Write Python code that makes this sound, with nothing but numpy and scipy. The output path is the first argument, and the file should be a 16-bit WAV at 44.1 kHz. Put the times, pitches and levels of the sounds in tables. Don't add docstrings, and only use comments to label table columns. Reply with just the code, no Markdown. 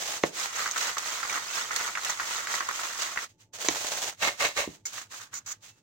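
import sys
import numpy as np
from scipy import signal
from scipy.fft import rfft, irfft
from scipy.io import wavfile
from scipy.ndimage import uniform_filter1d

SR = 44100
rng = np.random.default_rng(int(sys.argv[2]) if len(sys.argv) > 2 else 0)


def file_out(sig):
    cols = np.atleast_2d(sig).T
    lim = np.clip(cols, -1, 1)
    pcm = np.round(lim * 32767).astype(np.int16)
    wavfile.write(sys.argv[1], SR, pcm)


N = 256662
TIME = np.arange(N) / SR
SLOW_TIME = TIME[::40]

# freq_hz, gain_db
ROOM_SPECTRUM = [(25, -9), (115, 2), (400, -4.5), (700, -11.5), (1500, -29.5), (9000, -42.5)]
# freq_hz, gain_db
SKIN_SPECTRUM = [(100, -34.5), (600, -9.5), (1500, -4), (2600, -1.5), (9000, 0.5)]
# freq_hz, gain_db
SWEEP_SPECTRUM = [(200, -25.5), (500, -18), (800, -6.5), (1100, 2), (1550, 5), (2000, -1), (2900, -18),
                  (8000, -30)]
# freq_hz, gain_db
SLIDE_SPECTRUM = [(50, -21.5), (180, -21), (350, -12), (500, -2.5), (680, 3.5), (950, -1.5), (2000, -1.5),
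                  (3000, -23.5), (8000, -30)]
# freq_hz, gain_db
LANDING_SPECTRUM = [(150, -16), (300, -10.5), (580, 3.5), (850, 2.5), (1200, 0.5), (2200, 4.5), (3200, -1),
                    (8000, -11)]
# freq_hz, gain_db
RUB_SPECTRUM = [(150, -25.5), (300, -21.5), (500, -12.5), (800, -6.5), (1130, 2.5), (1380, 5), (1650, -3),
                (1930, 4.5), (2400, -6), (3300, -51.5), (8000, -37)]
# freq_hz, gain_db
LEFT_RESPONSE = [(300, 5), (700, 0.5), (4000, -1), (5600, -5.5), (6800, -3), (7300, 1.5), (8000, -3.5),
                 (9500, -12.5), (10900, -19.5), (11800, -26), (14700, -24.5), (15800, -52.5)]
# freq_hz, gain_db
RIGHT_RESPONSE = [(300, 5.5), (700, 3), (5000, 0.5), (5900, 3), (6550, 7), (7200, -2), (8000, -5),
                  (9500, -13.5), (11500, -15.5), (13500, -11.5), (15500, -9)]

# freq_hz, width_hz, gain_db
LOADED_TRAY_MODES = [(152.5, 12, -9.5), (303, 186, -1), (496, 213, -1), (690, 100, -4), (1050, 150, -4.5),
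                     (1870, 220, -3.5), (2280, 320, -4.5), (3080, 150, -5), (3850, 420, -6),
                     (6300, 740, -4.5), (59.7, 70, -29)]
# freq_hz, width_hz, gain_db
BARE_TRAY_MODES = [(571, 54, -0.5), (1160, 63, 4.5), (1540, 84, -10.5), (1832, 46, 4.5), (2145, 52, 6),
                   (2660, 74, 2), (3100, 44, -15), (3900, 230, 0)]
# freq_hz, width_hz, gain_db
RING_MODES = [(1510, 270, -18.5), (2170, 300, -13), (5180, 180, -10.5), (6200, 300, 1), (6870, 350, 4),
              (7570, 720, -6), (13400, 4200, -1)]

# start_s, pitch_hz, peak_db, t60_s
TRAY_PINGS = [(1.762, 4420, -27.5, 0.064), (3.173, 1980, -26, 0.042), (4.854, 2170, -38.5, 0.063),
              (5.69, 2660, -65, .33)]
# start_s, level_db, cutoff_hz
TRAY_BUMPS = [(0.2356, 11.5, 3000), (0.237, 21.5, 1550), (3.686, 13, 9000), (3.689, 8.5, 4500),
              (3.691, 23, 70), (4.675, 13, 288), (4.688, 10, 160)]
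# start_s, level_db, length_s
RING_SCRAPES = [(0.711, -24.5, 0.0024), (0.985, -39, 0.0045), (2.097, -29, 0.0073), (4.854, -31.5, 0.009),
                (4.865, -43, 0.024), (5.34, -32.5, 0.0044), (5.351, -39, 0.036), (5.462, -39.5, 0.061),
                (5.516, -38, 0.0061)]
# start_s, length_s, skins_db, bits_db
HAND_SWEEPS = [(3.291, 0.013, -64.5, -87), (3.403, 0.02, -63.5, -89.5), (4.872, 0.035, -52.5, -65),
               (4.934, 0.057, -44.5, -44), (5.014, 0.016, -51.5, -48), (5.118, .062, -48, -47.5),
               (5.213, 0.026, -51, -46.5), (5.334, 0.038, -52.5, -45.5), (5.47, 0.051, -51.5, -47),
               (5.63, 0.066, -56.5, -69), (5.738, 0.058, -74.5, -75)]
# start_s, length_s, level_db, fall_db_per_s
HEAP_SLIDES = [(0.0, 0.17, -42, 310), (0.253, 0.014, -45, 332), (3.533, 0.022, -49.5, 288.5),
               (3.618, 0.48, -42, 494), (4.722, 0.029, -60, 350)]
# start_s, length_s, level_db
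HEAP_LANDINGS = [(4.224, 0.051, -35), (4.408, 0.05, -35), (4.577, 0.029, -35.5)]
# start_s, level_db
SKIN_SNAPS = [(0.779, -19.5), (0.809, -32), (0.982, -20.5), (1.298, -32), (1.556, -25), (1.762, -16.5),
              (2.048, -19.5), (2.203, -26.5), (2.471, -29), (2.689, -27.5), (3.02, -20.5), (3.868, -22.5)]
# start_s, level_db, pitch_hz
CLOVE_KNOCKS = [(0.657, -22, 1450), (0.759, -20.5, 1280), (0.808, -24, 1790), (0.869, -32, 1350),
                (0.967, -21.5, 1130), (1.229, -19, 1330), (1.296, -23.5, 2250), (1.34, -26, 1300),
                (1.708, -21, 1340), (1.951, -20, 1820), (1.972, -20.5, 1320), (2.197, -18, 1210),
                (2.47, -21, 1600), (2.604, -18.5, 1290), (2.687, -19, 1160), (2.832, -25.5, 1180),
                (3.159, -24, 1160), (3.173, -20.5, 1860)]
# peak_s, half_length_s, skins_db, cloves_db
HAND_PUSHES = [(0.418, 0.062, -39, -38.5), (0.621, .068, -40.5, -35.5), (0.832, 0.069, -37.5, -35.5),
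               (1.125, 0.11, -43, -43), (1.328, 0.058, -41.5, -36.5), (1.577, 0.063, -40, -38),
               (1.813, 0.081, -42, -36.5), (2.085, 0.05, -42, -39), (2.324, 0.087, -42, -38),
               (2.549, 0.055, -40, -36), (2.821, 0.086, -43.5, -43), (3.031, 0.052, -41, -40),
               (3.233, 0.03, -52, -57)]


def from_db(db):
    return 10 ** (np.asarray(db) / 20)


def unit_rms(x):
    return x / np.sqrt(np.mean(x ** 2) + 1e-20)


def add(out, start_s, sound):
    at = int(start_s * SR)
    out[:, at:at + sound.shape[1]] += sound[:, :N - at]


def butterworth(x, order, cutoff_hz, kind="low"):
    return signal.sosfilt(signal.butter(order, cutoff_hz, kind, fs=SR, output="sos"), x)


def colour(x, spectrum):
    size = 4096
    hz, db = np.transpose(spectrum)
    log_hz = np.log(np.fft.rfftfreq(size, 1 / SR) + 1)
    cepstrum = irfft(np.log(from_db(np.interp(log_hz, np.log(hz), db))))
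    cepstrum[1:size // 2] *= 2
    cepstrum[size // 2 + 1:] = 0
    impulse = irfft(np.exp(rfft(cepstrum)))
    return signal.oaconvolve(np.atleast_2d(x), impulse[None], axes=1)[:, :N]


def resonate(x, hz, width_hz):
    r = np.exp(-np.pi * width_hz / SR)
    feedback = [1, -2 * r * np.cos(2 * np.pi * hz / SR), r * r]
    return signal.lfilter(np.array([1, 0, -1]) * (1 - r * r) / 2, feedback, x + 1e-18)


def resonances(x, modes, ratio):
    return sum(ratio ** k * from_db(db) * resonate(x, hz, width_hz)
               for k, (hz, width_hz, db) in enumerate(modes))


def drift(rate_hz):
    knots = rng.standard_normal(int(N / SR * 500))
    r = np.exp(-2 * np.pi * rate_hz / 500)
    smooth = unit_rms(signal.lfilter([1], [1, -2 * r, r * r], knots))
    return np.interp(TIME, np.linspace(0, N / SR, len(knots)), smooth)


def jerks(per_s, decay_s):
    slips = rng.random(N) < per_s / SR
    motion = signal.lfilter([1], [1, -np.exp(-1 / (decay_s * SR))], slips + 1e-18)
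    return unit_rms(motion - motion.mean())


def contacts(per_s, spread_db, max_lag_s=0.0004):
    at = np.flatnonzero(rng.random(N) < per_s / SR)
    size = from_db(spread_db * np.minimum(rng.exponential(1, len(at)), 4))
    size *= rng.choice([-1, 1], len(at))
    lag = np.round(rng.uniform(-1, 1, len(at)) * max_lag_s * SR).astype(int)
    clicks = np.array([np.bincount(at, size, N), np.bincount(np.clip(at + lag, 0, N - 1), size, N)])
    return clicks / np.sqrt(uniform_filter1d(np.mean(clicks ** 2, axis=0), size=3000) + 1e-9)


def swell(start_s, length_s, db, rise_db_per_s, fall_db_per_s):
    before_db = rise_db_per_s * np.maximum(start_s - SLOW_TIME, 0)
    after_db = fall_db_per_s * np.maximum(SLOW_TIME - start_s - length_s, 0)
    return from_db(db - np.minimum(before_db + after_db, 120))


def power_sum(gains):
    return np.interp(TIME, SLOW_TIME, np.sqrt(sum(gain ** 2 for gain in gains)))


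def background(noise_db=-74.5, hum_db=-64.5, hum_hz=107.5, throb_hz=7.92, whine_db=-82, whine_hz=878):
    noise = rng.standard_normal(N) + 0.37 * rng.standard_normal((2, N))
    air = unit_rms(colour(noise, ROOM_SPECTRUM))
    throb = np.cos(np.pi * throb_hz * (TIME - 4.2)) ** 4
    growth = from_db(np.interp(TIME, [3.22, 3.32], [-10, 0]))
    hum = throb * growth * np.sin(2 * np.pi * hum_hz * TIME + 0.65 * drift(11))
    whine = unit_rms(resonate(resonate(rng.standard_normal(N), whine_hz, 25), whine_hz, 25))
    return from_db(noise_db) * air + from_db(hum_db) * hum + from_db(whine_db) * whine


def echoes(x, wet_db, t60_s, delay_s, cutoff_hz):
    t = TIME[:22000]
    mid, side = rng.standard_normal((2, len(t))) * from_db(-60 * t / t60_s) * (t > delay_s)
    side = butterworth(side, 1, 450, "high")
    tail = butterworth([mid + side, mid - side], 1, cutoff_hz) / np.sqrt(2 * np.sum(mid ** 2))
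    return from_db(wet_db) * signal.oaconvolve(x, tail, axes=1)[:, :N]


def bare_steel(x, modes_db):
    return x + from_db(modes_db) * resonances(x, BARE_TRAY_MODES, ratio=0.98)


def tray_pings():
    out, t = np.zeros((2, N)), TIME[:SR // 2]
    for start_s, hz, db, t60_s in TRAY_PINGS:
        note = from_db(db - 60 * t / t60_s) * np.sin(2 * np.pi * hz * t)
        add(out, start_s, note[None])
    return out


def tray_bumps(rattle_db=-29, rattle_s=0.0071):
    force, t = np.zeros((2, N)), TIME[:6000]
    for start_s, db, cutoff_hz in TRAY_BUMPS:
        rattle = from_db(rattle_db) * rng.standard_normal((2, len(t))) * np.exp(-t / rattle_s)
        add(force, start_s, from_db(db) * butterworth((t == 0) + rattle, 2, cutoff_hz))
    thuds = resonances(force, LOADED_TRAY_MODES, ratio=-1.088)
    boom = echoes(thuds, wet_db=-10, t60_s=0.33, delay_s=0.008, cutoff_hz=380)
    return thuds + boom


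def ring_scrapes(gain_db=2.5, decay_s=0.0052):
    touch = sum(from_db(db) * (TIME >= s) * np.exp(-np.maximum(TIME - s - length_s, 0) / decay_s)
                for s, db, length_s in RING_SCRAPES)
    slips = contacts(per_s=5000, spread_db=-1.5)
    return from_db(gain_db) * touch * unit_rms(resonances(slips, RING_MODES, ratio=0.82))


def heap(skins, cloves, spectrum, skins_db, cloves_db, cracks_per_s, taps_per_s, spread_db, jerk_db):
    jerk = jerks(per_s=95, decay_s=0.0056)
    crackle = colour(contacts(cracks_per_s, spread_db), SKIN_SPECTRUM)
    crackle *= from_db(jerk_db * (0.5 * jerk + 0.3 * drift(52)))
    patter = colour(contacts(taps_per_s, spread_db, max_lag_s=0.00029), spectrum)
    patter *= from_db(jerk_db * (1.5 * jerk + 0.85 * drift(64)))
    return skins * from_db(skins_db) * unit_rms(crackle) + cloves * from_db(cloves_db) * unit_rms(patter)


def sweeping():
    slopes = dict(rise_db_per_s=1000, fall_db_per_s=420)
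    skins = power_sum(swell(s, length_s, db, **slopes) for s, length_s, db, _ in HAND_SWEEPS)
    bits = power_sum(swell(s, length_s, db, **slopes) for s, length_s, _, db in HAND_SWEEPS)
    rustle = heap(skins, bits, SWEEP_SPECTRUM, skins_db=11.5, cloves_db=-3,
                  cracks_per_s=11000, taps_per_s=4000, spread_db=1.5, jerk_db=2.1)
    return bare_steel(rustle, modes_db=-16)


def shaking(rock_hz=19.2, rock_db=1.5, rest_s=3.0, lift_s=3.536, lift_db_per_s=2998.5):
    slide = power_sum(swell(s, length_s, db, rise_db_per_s=379.5, fall_db_per_s=fall)
                      for s, length_s, db, fall in HEAP_SLIDES)
    rocking = from_db(rock_db * np.cos(2 * np.pi * rock_hz * (TIME - 3.875)))
    rest_gate = from_db(-lift_db_per_s * np.maximum(lift_s - TIME, 0) * (TIME > rest_s))
    motion = slide * rocking * rest_gate
    return heap(motion, motion, SLIDE_SPECTRUM, skins_db=13.5, cloves_db=-1.5,
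                cracks_per_s=9000, taps_per_s=2500, spread_db=2, jerk_db=1.67)


def tossing():
    skins = power_sum(swell(*landing, rise_db_per_s=642, fall_db_per_s=252) for landing in HEAP_LANDINGS)
    cloves = power_sum(swell(*landing, rise_db_per_s=1200, fall_db_per_s=347)
                       for landing in HEAP_LANDINGS)
    clatter = heap(skins, cloves, LANDING_SPECTRUM, skins_db=10, cloves_db=7.5,
                   cracks_per_s=10000, taps_per_s=3000, spread_db=2, jerk_db=1.06)
    return bare_steel(clatter, modes_db=-1)


def skin_ticks(per_s=900, low_hz=1146, high_hz=7984, pitches=36, decay_cycles=19, spread_db=3.5):
    at = np.flatnonzero(rng.random(N) < per_s / SR)
    size = from_db(spread_db * np.minimum(rng.exponential(1, len(at)), 3))
    size = size * rng.standard_normal((2, len(at)))
    pitch_index = rng.integers(0, pitches, len(at))
    out = np.zeros((2, N))
    for k, hz in enumerate(np.geomspace(low_hz, high_hz, pitches)):
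        clicks = np.zeros((2, N))
        clicks[:, at[pitch_index == k]] = size[:, pitch_index == k]
        out += resonate(clicks, hz, hz / (np.pi * decay_cycles))
    return unit_rms(out)


def skin_snaps(gain_db=1.5, decay_s=0.0048):
    out, t = np.zeros((2, N)), TIME[:2048]
    for start_s, db in SKIN_SNAPS:
        burst = rng.standard_normal((2, len(t))) * np.exp(-t / decay_s)
        add(out, start_s, from_db(db + gain_db) * burst)
    return colour(out, SKIN_SPECTRUM)


def clove_knocks(gain_db=1, width_hz=440, chatter_s=0.002, skid_db=-5.5, skid_s=0.013, lag_s=0.001596):
    out, t = np.zeros((2, N)), TIME[:4096]
    for start_s, db, hz in CLOVE_KNOCKS:
        contact = np.exp(-t / chatter_s) + from_db(skid_db) * np.exp(-t / skid_s)
        noise = rng.standard_normal(len(t)) + 1.36 * rng.standard_normal((2, len(t)))
        force = 9 * (t == 0) + noise * contact
        knock = resonate(resonate(force, hz, width_hz), hz, 4 * width_hz)
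        add(out, start_s + lag_s, from_db(db + gain_db) * knock / np.abs(knock).max())
    return out


def sticking(dip_db=3, build_s=0.018):
    jam = sum((SLOW_TIME < s) * np.exp(-np.abs(SLOW_TIME - s) / build_s) for s, _, _ in CLOVE_KNOCKS)
    return np.interp(TIME, SLOW_TIME, from_db(-dip_db * np.minimum(jam, 1)))


def push(peak_s, half_s, db, edge_db=6, flatness=2.73):
    drop_db = edge_db * np.abs((SLOW_TIME - peak_s) / half_s) ** flatness
    return from_db(db - np.minimum(drop_db, 120))


def rubbing(start_s=0.54, end_s=3.245, clove_lag_s=0.0065):
    stir = swell(start_s, end_s - start_s, db=0, rise_db_per_s=143, fall_db_per_s=900)
    skin_pushes = [push(s, half_s, db) for s, half_s, db, _ in HAND_PUSHES]
    clove_pushes = [push(s + clove_lag_s, half_s, db) for s, half_s, _, db in HAND_PUSHES]
    tumbles = [swell(s, length_s=0.017, db=db - 17.5, rise_db_per_s=2500, fall_db_per_s=454.5)
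               for s, db, _ in CLOVE_KNOCKS]
    skins = power_sum(skin_pushes + [stir * from_db(-46.5)])
    cloves = power_sum(clove_pushes + tumbles + [stir * from_db(-44.5)])
    rustle = heap(skins, cloves, RUB_SPECTRUM, skins_db=12, cloves_db=1,
                  cracks_per_s=6000, taps_per_s=1200, spread_db=0.7, jerk_db=1.25)
    ticks = skins * from_db(1.5) * skin_ticks()
    return (rustle + ticks) * sticking()


def scene():
    garlic = shaking() + rubbing() + tossing() + sweeping() + clove_knocks() + skin_snaps()
    steel = tray_bumps() + tray_pings() + ring_scrapes()
    direct = garlic + steel
    room = echoes(direct, wet_db=-11.5, t60_s=0.072, delay_s=0.0055, cutoff_hz=4070)
    return direct + room + background()


def record(dry):
    cutoff_hz = 15950
    heard = np.vstack([colour(dry[0], LEFT_RESPONSE), colour(dry[1], RIGHT_RESPONSE)])
    return signal.sosfilt(signal.ellip(10, 0.3, 70, cutoff_hz, fs=SR, output="sos"), heard)


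dry = scene()
out = record(dry)
file_out(out)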